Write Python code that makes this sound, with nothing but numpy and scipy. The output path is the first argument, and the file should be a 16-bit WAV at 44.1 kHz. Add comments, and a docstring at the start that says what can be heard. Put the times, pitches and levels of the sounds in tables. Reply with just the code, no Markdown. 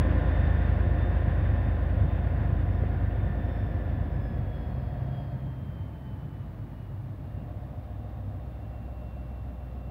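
"""Diesel locomotive leaving a station

A diesel locomotive draws away along a platform. The engine holds its speed, is throttled back, coasts down
with its knock much weakened and settles at a lower speed. Exhaust beats, knock and geared whines are locked
to the crank angle; roar, rush and rattle are filtered noise. Roar, knock and rattle fade with distance into
the steady noise of the station and the microphone hiss."""
import sys
import numpy as np
from scipy import signal
from scipy.fft import rfft, irfft, next_fast_len
from scipy.io import wavfile
from scipy.ndimage import uniform_filter1d

SR = 44100
rng = np.random.default_rng(int(sys.argv[2]) if len(sys.argv) > 2 else 0)


def to_wav(sig):
    """Store sig (one row per channel, or 1-D mono) as 16-bit WAV at the path in sys.argv[1].

    Samples outside -1..1 are clipped; the rate is SR.
    """
    pcm = np.clip(np.atleast_2d(sig), -1, 1) * 32767
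    pcm = np.round(pcm).astype(np.int16)
    wavfile.write(sys.argv[1], SR, pcm.T)  # frames by channels


N = 436590   # samples

PULSES_PER_TURN = 3   # exhaust pulses per crank turn


def exhaust_beats(turns, speed):
    """Fourier series: harmonics of a pulse train in step, coloured by the pipe, with weaker beats between."""
    # level of the exhaust beats: time_s, level_db
    throb = [(0, 2.1), (3, -3), (3.6, -6), (4.5, -4.5), (5.4, -13), (6.2, -11), (7, -14), (7.6, -8),
             (8.6, -8.5), (9.9, -8.5)]
    # how the exhaust passes a beat of this pitch: pitch_hz, gain_db
    pipe = [(41, -28), (45, -26), (50, 1.5), (54, 7), (58, 1.5), (62, 7), (66, -11), (70, 3.5), (74, 2),
            (82, 8)]
    # harmonics of the pulses, as multiples of the crank speed, and their levels in dB before throb and pipe
    beat_orders = (6, 9, 12, 18, 21)
    beats_db = (-34.5, -37, -55.5, -53.5, -60)
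    # unequal cylinders add beats between: multiples of crank speed; in step (1) or against (-1)
    uneven_orders = (7, 8, 10)
    uneven_signs = (-1, 1, -1)
    # level of the uneven beats: time_s, then level_db of each
    uneven = [(0, -37.5, -34, -57), (.75, -34, -36.5, -57), (1.3, -38.5, -41, -55.5),
              (1.75, -41.5, -36.5, -39), (2.3, -39.5, -37, -48.5), (2.75, -40.5, -44, -56.5),
              (3.25, -40, -55, -44), (3.75, -41, -47, -55), (4.25, -40, -46, -56), (4.75, -52, -37.5, -49),
              (5.5, -52, -47, -59), (6.25, -47, -53, -73), (6.75, -45, -62, -68), (7.25, -50, -49, -66),
              (8.25, -54, -50.5, -50), (9, -51, -52, -49), (9.9, -58, -59, -47)]

    throb_db, = in_time(throb)
    angle = 2 * np.pi * turns + 0.013 * drift(16.0)
    pulses = 0
    for order, db in zip(beat_orders, beats_db):
        level_db = db + throb_db + at_hz(pipe, order * speed) + 0.43 * drift(5.5)
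        pulses = pulses + from_db(level_db) * np.cos(order * angle)
    between = 0
    for order, sign, db in zip(uneven_orders, uneven_signs, in_time(uneven)):
        level = from_db(db + 0.6 * drift(4.6))
        between = between + sign * level * np.cos(order * angle + 0.3 * drift(1.5))
    return -np.sqrt(2) * (pulses + between)


def boom(turns, speed):
    """Resonance: turbulent exhaust noise and passing upper beats excite two low modes."""
    # low resonances: pitch_hz, half_width_hz, noise_db (against the mode's level)
    boom_modes = [(100.34, 5.5, -3.5), (129.4, 4.5, -8)]
    # level of the modes: time_s, lower_db, upper_db
    boom_levels = [(0, -41.5, -42), (1.199, -31.5, -43), (2.399, -31, -35), (3.3, -32, -46.5),
                   (4.2, -33, -35), (4.8, -35.5, -35), (5.3, -44, -31), (5.8, -39.5, -44.5),
                   (6.6, -44, -39.5), (7.2, -37.5, -39.5), (8.2, -40.5, -45.5), (9.9, -46.5, -52)]
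    # upper beats: multiples of crank speed, and levels in dB against the mode's level
    upper_orders = (11, 12, 13, 14, 15, 16)
    upper_db = (-3.5, -7, -3.5, -10, -12, -1)
    passing_half_hz = 4.66   # a beat this far from a mode has half its amplitude

    t = np.arange(N) / SR
    beats = [geared(turns, order, db, flutter_db=1.5, wander=0.4)
             for order, db in zip(upper_orders, upper_db)]
    out = 0
    for (hz, half_width, noise_db), level_db in zip(boom_modes, in_time(boom_levels)):
        phase = 2 * np.pi * hz * t
        narrow_noise = drift(half_width) * np.cos(phase) + drift(half_width) * np.sin(phase)
        ringing = from_db(noise_db) * rms_one(narrow_noise)
        passing = sum(beat / (1 + ((order * speed - hz) / passing_half_hz) ** 2)
                      for order, beat in zip(upper_orders, beats))
        out = out + from_db(level_db) * (ringing + passing)
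    # a high-pass thins the boom below its modes
    return signal.sosfilt(signal.butter(4, 74, "high", fs=SR, output="sos"), out)


def roar(turns, speed):
    """Amplitude modulation: each exhaust pulse swells a low broadband noise."""
    # spectrum: pitch_hz, relative_db_per_hz
    roar_spectrum = [(30, -63.5), (45, -36), (60, -8), (85, -2), (112, -2.5), (150, -5.5), (200, -12.5),
                     (230, -13.5), (275, -14.5), (350, -22), (430, -28), (600, -26.5), (900, -35.5),
                     (1300, -60.5)]
    # start_db, share of distance loss, dB lost per dB of engine speed, dB lost coasting
    roar_level = (-31, 0.5049, 2.17, -0.4)
    puff_depth = 0.15   # 0-1
    puffs = 1 + puff_depth * np.cos(2 * np.pi * PULSES_PER_TURN * turns)
    return from_db(layer_db(roar_level, speed)) * noise(roar_spectrum, patchy_db=-1.4) * puffs


def knock(turns, speed, count=100):
    """Cyclic impacts: firings, injectors, valves and echoes recur at fixed crank angles, and the panels ring."""
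    # how the engine block passes knocks: pitch_hz, relative_db_per_hz
    block_spectrum = [(110, -26), (150, -5.5), (200, 4), (280, -0.5), (323, -7.5), (380, -6), (439, -12.5),
                      (504, -5), (705, -6), (768, -12.5), (927, -25), (1100, -17), (1400, -31),
                      (1820, -49.5), (3000, -100)]
    # body panel resonances: pitch_hz, width_hz, level_db
    panels = [(478, 16, 0), (520, 14, -2), (570, 14, -2), (610, 18, -4), (712, 34, 1)]
    # start_db, share of distance loss, dB lost per dB of engine speed, dB lost coasting
    knock_level = (-37.5, 0.68, 1.54, 12)
    firing_share = 0.5   # extra strength of what recurs with every pulse
    slow_shift, turn_scatter = 1.3, 0.35   # slow and turn-by-turn change of strength

    # the same angles after every pulse, as fractions of a turn
    angles = (rng.random(count) + np.arange(PULSES_PER_TURN)[:, None]).ravel() / PULSES_PER_TURN
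    own = rng.choice([-1, 1], (PULSES_PER_TURN, count))
    shared = firing_share * rng.choice([-1, 1], count)
    strengths = (own + shared).ravel()

    laps = int(turns[-1]) + 1
    at = np.searchsorted(turns, (np.arange(laps)[:, None] + angles).ravel())
    shift = rms_one(uniform_filter1d(rng.standard_normal((laps, len(angles))), size=7, axis=0))
    varied = strengths + slow_shift * shift + turn_scatter * rng.standard_normal(shift.shape)
    impacts = np.bincount(at, varied.ravel(), N + 1)[:N]

    block = coloured(impacts, block_spectrum)
    out = block
    for hz, width, db in panels:
        r = np.exp(-np.pi * width / SR)
        feed = [(1 - r * r) / 2, 0, (r * r - 1) / 2]
        back = [1, -2 * r * np.cos(2 * np.pi * hz / SR), r * r]
        out = out + from_db(db) * signal.lfilter(feed, back, block)
    return from_db(layer_db(knock_level, speed)) * rms_one(out)


def rattle(rattle_db):
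    """Broadband radiation: mid-frequency noise with the engine's rattle level."""
    # spectrum: pitch_hz, relative_db_per_hz
    rattle_spectrum = [(500, -41.5), (800, 2.5), (1050, 1.5), (1340, -4), (1600, 2.5), (1850, 1.5),
                       (2250, -8), (2600, -9), (3100, -15), (3650, -15), (4000, -29), (4500, -26.5),
                       (5300, -36), (6500, -54)]
    return from_db(rattle_db) * noise(rattle_spectrum, patchy_db=0.66)


def whines(turns, speed, rattle_db):
    """Phase-locked tones: tooth, vane and other tones keep fixed ratios to the crank; some cross resonances."""
    # blower drive whine: time_s, then level_db of the tooth tone, its 2nd and 3rd multiple
    whine = [(0.0, -53.5, -78, -94), (0.22, -57, -71, -101.18), (0.37, -55.5, -63.5, -100),
             (0.52, -47.5, -65, -95), (0.67, -63, -70.46, -89), (0.82, -55, -72, -86),
             (0.97, -54.5, -64, -92.5), (1.12, -57.5, -64.69, -93.4), (1.27, -53, -77, -98),
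             (1.42, -57.5, -68, -95), (1.57, -52.5, -70.23, -99.52), (1.72, -58, -64.98, -95),
             (1.87, -59, -76, -96.0), (2.02, -77, -72, -97.5), (2.17, -72, -69.5, -101.96),
             (2.32, -68, -77, -101.9), (2.47, -61.24, -78.13, -93.6), (2.62, -68, -73.77, -93.03),
             (2.77, -64, -76, -83.5), (2.92, -70, -84.66, -91.85), (3.07, -58, -81, -102.79),
             (3.22, -61.81, -71, -89.68), (3.37, -51.5, -73, -90), (3.52, -58, -69, -80),
             (3.67, -61.57, -73, -83), (3.82, -58, -85, -87.27), (3.97, -61, -69, -92),
             (4.12, -59.5, -80, -83), (4.27, -61.42, -72, -77), (4.42, -64, -75, -87.25),
             (4.57, -68.8, -66, -81), (4.72, -77.94, -74, -84), (4.87, -78.41, -74, -81.77),
             (5.02, -75, -75, -86), (5.17, -73, -63.5, -81), (5.32, -70, -75, -84.57),
             (5.47, -74.21, -71.02, -96.33), (5.62, -82.67, -74, -94.38), (5.77, -80.27, -70, -95.25),
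             (5.92, -81.59, -73.37, -96.91), (6.07, -77, -69, -92.6), (6.22, -86.61, -73, -95.34),
             (6.37, -80.45, -76, -99.51), (6.52, -87.7, -81.92, -95.59), (6.82, -81.99, -75, -98.68),
             (7.12, -88, -85.18, -95.46), (7.42, -87.97, -72, -107.15), (7.72, -87.78, -97.48, -105.76),
             (8.02, -87.9, -76, -100.71), (8.32, -86.66, -83, -104.96), (8.62, -85.68, -74, -93.03),
             (8.92, -84.74, -73, -98.78), (9.22, -87.16, -70, -99.7), (9.52, -84, -75, -94.74),
             (9.9, -80.77, -73, -105.32)]
    whine_teeth = 197.27   # tones per crank turn
    # the clearest drive tone: time_s, level_db
    hum = [(0, -44.5), (.25, -53), (.4, -60), (1.3, -59), (2.5, -57), (3.3, -72), (3.9, -61.5),
           (4.6, -65.5), (5.2, -61.5), (5.6, -68), (6.1, -61), (6.8, -81), (7.6, -65), (9.9, -66)]
    hum_order = 113   # per crank turn
    # auxiliary drives: tones per crank turn; dB against the rattle's start; share of the rattle's fade
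    drive_orders = (87.5, 158, 509.6, 521.4)
    drives_db = (-21, -7.5, -39.5, -38.5)
    drives_follow = (0.22, 0.76, 0.51, 0.4)
    # how the casing passes a drive tone: pitch_hz, gain_db
    casing = [(595, 11.5), (625, -1.5), (670, -11.5), (800, -6), (1100, -1), (1180, -6), (1320, -9),
              (1390, -9.5), (1435, -6), (3530, -2.5), (3590, 7), (3640, 9.5), (3690, -3), (3800, -7),
              (4100, -10), (4200, -5), (4270, 8.5), (4350, 2), (4420, -10.5), (4750, -11)]
    # further tones locked to the crank that fade with the rattle: tones_per_turn, relative_db (among themselves)
    crank_tones = [ (4, -15), (5, -6), (33, -1), (30, -4), (39, 0), (79, -9), ]

    out = geared(turns, hum_order, in_time(hum)[0], 2, 0.45)
    for multiple, db in enumerate(in_time(whine), start=1):
        out = out + geared(turns, multiple * whine_teeth, db, 3.2, 0.3 * multiple, flutter_hz=13)
    for order, db, share in zip(drive_orders, drives_db, drives_follow):
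        fade_db = share * (rattle_db - rattle_db[0])
        level_db = rattle_db[0] + db + fade_db + at_hz(casing, order * speed)
        out = out + geared(turns, order, level_db, 3.5, 0.6, flutter_hz=15)
    for order, db in crank_tones:
        out = out + geared(turns, order, rattle_db + db - 3.5, 4.3, 0.74)
    return out


def geared(turns, order, level_db, flutter_db, wander, flutter_hz=5.1):
    """Phase locking: a sine follows the crank; air on the long path makes phase waver and level dip."""
    phase = 2 * np.pi * (order * turns + rng.random()) + wander * drift(10.7)
    flutter = flutter_db * np.minimum(drift(flutter_hz), 0.6)   # dips go deeper than swells
    return np.sqrt(2) * from_db(level_db + flutter) * np.sin(phase)


def airy_rush(speed):
    """Band-limited noise: a coarse rush of air that fades with distance, a little lifted while coasting."""
    # spectrum: pitch_hz, relative_db_per_hz
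    airy_spectrum = [(1400, -19), (1600, -8), (1850, 3), (2030, -8), (2150, -27.5)]
    # start_db, share of distance loss, dB lost per dB of engine speed, dB lost coasting (negative: gained)
    airy_level = (-70.5, 1.5, -5, -1.5)
    return from_db(layer_db(airy_level, speed)) * noise(airy_spectrum, patchy_db=3.0)


def thud():
    """Tone burst: a Gaussian envelope makes a short dull knock near 470 Hz."""
    # dull knock: centre_s, peak_db
    thuds = [(2.838, -29)]
    t = np.arange(N) / SR
    out = 0
    for s, db in thuds:
        envelope = np.exp(-((t - s) / 0.003) ** 2)
        out = out - from_db(db) * envelope * np.cos(2 * np.pi * 470 * (t - s))
    return out


def station_background():
    """Diffuse field: steady coloured noise stands for the quiet of the station."""
    # spectrum: pitch_hz, relative_db_per_hz
    station_spectrum = [(200, -20.5), (300, -9), (450, -17), (600, -6.5), (1100, -10.5), (1800, -20),
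                        (2500, -23.5), (3400, -28), (4400, -33.5), (5500, -41), (7000, -58)]
    return from_db(-58) * noise(station_spectrum, patchy_db=0.5)


def layer_db(level, speed):
    """Distance law: a layer's level follows the log of distance, engine speed and the cut in fuel."""
    start_m, rolling_m_per_s, gain_m_per_s2 = 21.8, 6.24, 0.64   # distance, speed, acceleration
    fuel_off_s, fuel_off_takes_s = 5.15, 0.57
    fuel_on_s, fuel_on_takes_s = 6.98, 0.52

    start_db, far_share, speed_share, coast_db = level
    t = np.arange(N) / SR
    distance = start_m + rolling_m_per_s * t + gain_m_per_s2 * t ** 2 / 2
    distance_db = 20 * np.log10(distance / start_m)
    speed_db = 20 * np.log10(speed / speed[0])
    fuel_cut = np.clip((t - fuel_off_s) / fuel_off_takes_s, 0, 1)
    fuel_back = np.clip((t - fuel_on_s) / fuel_on_takes_s, 0, 1)
    coasting = fuel_cut - fuel_back
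    return start_db - far_share * distance_db + speed_share * speed_db - coast_db * coasting


def from_db(db):
    """Logarithmic level: decibels to amplitude gain."""
    return 10 ** (np.asarray(db) / 20)


def rms_one(x):
    """Normalisation: scale to rms 1."""
    return x / np.sqrt(np.mean(np.abs(x) ** 2) + 1e-20)


def in_time(rows):
    """Linear interpolation: each column of a curve, sample by sample."""
    s, *columns = np.transpose(rows)
    return [np.interp(np.arange(N) / SR, s, column) for column in columns]


def at_hz(points, hz):
    """Frequency response: read a curve at moving pitches on a log scale."""
    curve_hz, curve_db = np.array(points).T
    return np.interp(np.log(hz), np.log(curve_hz), curve_db)


def drift(corner_hz):
    """Low-passed chance: noise twice through a one-pole filter; spread 1."""
    step = 40   # drawn at every 40th sample, then interpolated
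    r = np.exp(-2 * np.pi * corner_hz * step / SR)
    white = rng.standard_normal(N // step + 2002)
    slow = signal.lfilter([1], [1, -2 * r, r * r], white)[2000:]   # skip the filter's onset
    return np.interp(np.arange(N) / step, np.arange(len(slow)), rms_one(slow))


def coloured(x, spectrum):
    """Linear filtering: give a flat signal the spectrum, virtually silent outside it; rms 1."""
    size = next_fast_len(N)
    hz = np.fft.rfftfreq(size, 1 / SR) + 1e-9   # keeps the log finite at zero
    curve_hz, curve_db = np.array(spectrum).T
    gain = from_db(np.interp(np.log(hz), np.log(curve_hz), curve_db, left=-200, right=-200))
    return rms_one(irfft(rfft(x, size) * gain, size)[:N])


def noise(spectrum, patchy_db):
    """Random modulation: coloured noise whose level wanders a little."""
    return coloured(rng.standard_normal(N), spectrum) * from_db(patchy_db * drift(14.0))


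def scene():
    """Superposition: engine layers add to the station background."""
    # crankshaft as heard, holding, throttled back, settling: time_s, turns_per_s
    crank_speed = [(0, 9.098), (1, 9.095), (3.3, 9.042), (3.6, 9.002), (4.2, 8.686), (4.5, 8.464),
                   (5.1, 8.274), (5.4, 8.147), (6.3, 7.6), (7.2, 7.095), (7.5, 7.023), (8, 6.975),
                   (9, 6.915), (9.9, 6.888)]
    # start_db, share of distance loss, dB lost per dB of engine speed, dB lost coasting
    rattle_level = (-43, 1.24, 4, 3.5)

    speed, = in_time(crank_speed)
    turns = np.cumsum(speed) / SR
    rattle_db = layer_db(rattle_level, speed)
    engine = exhaust_beats(turns, speed) + boom(turns, speed) + roar(turns, speed)
    engine += knock(turns, speed) + rattle(rattle_db)
    engine += whines(turns, speed, rattle_db) + airy_rush(speed)
    return (engine + thud() + station_background())[None]


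def record(dry):
    """Additive noise and band limiting: the microphone adds its hiss; the top is cut."""
    # hiss spectrum: pitch_hz, relative_db_per_hz
    hiss_spectrum = [(3000, -18), (5500, -11), (8000, -12), (11000, -9.5), (13000, -7), (14500, -5.5),
                     (15600, -3), (17000, 0.5)]
    cutoff_hz = 15730
    hiss = from_db(-74) * coloured(rng.standard_normal(N), hiss_spectrum)
    low_pass = signal.ellip(14, 0.3, 70, cutoff_hz, fs=SR, output="sos")
    return signal.sosfilt(low_pass, dry + hiss)


dry = scene()
out = record(dry)
to_wav(out)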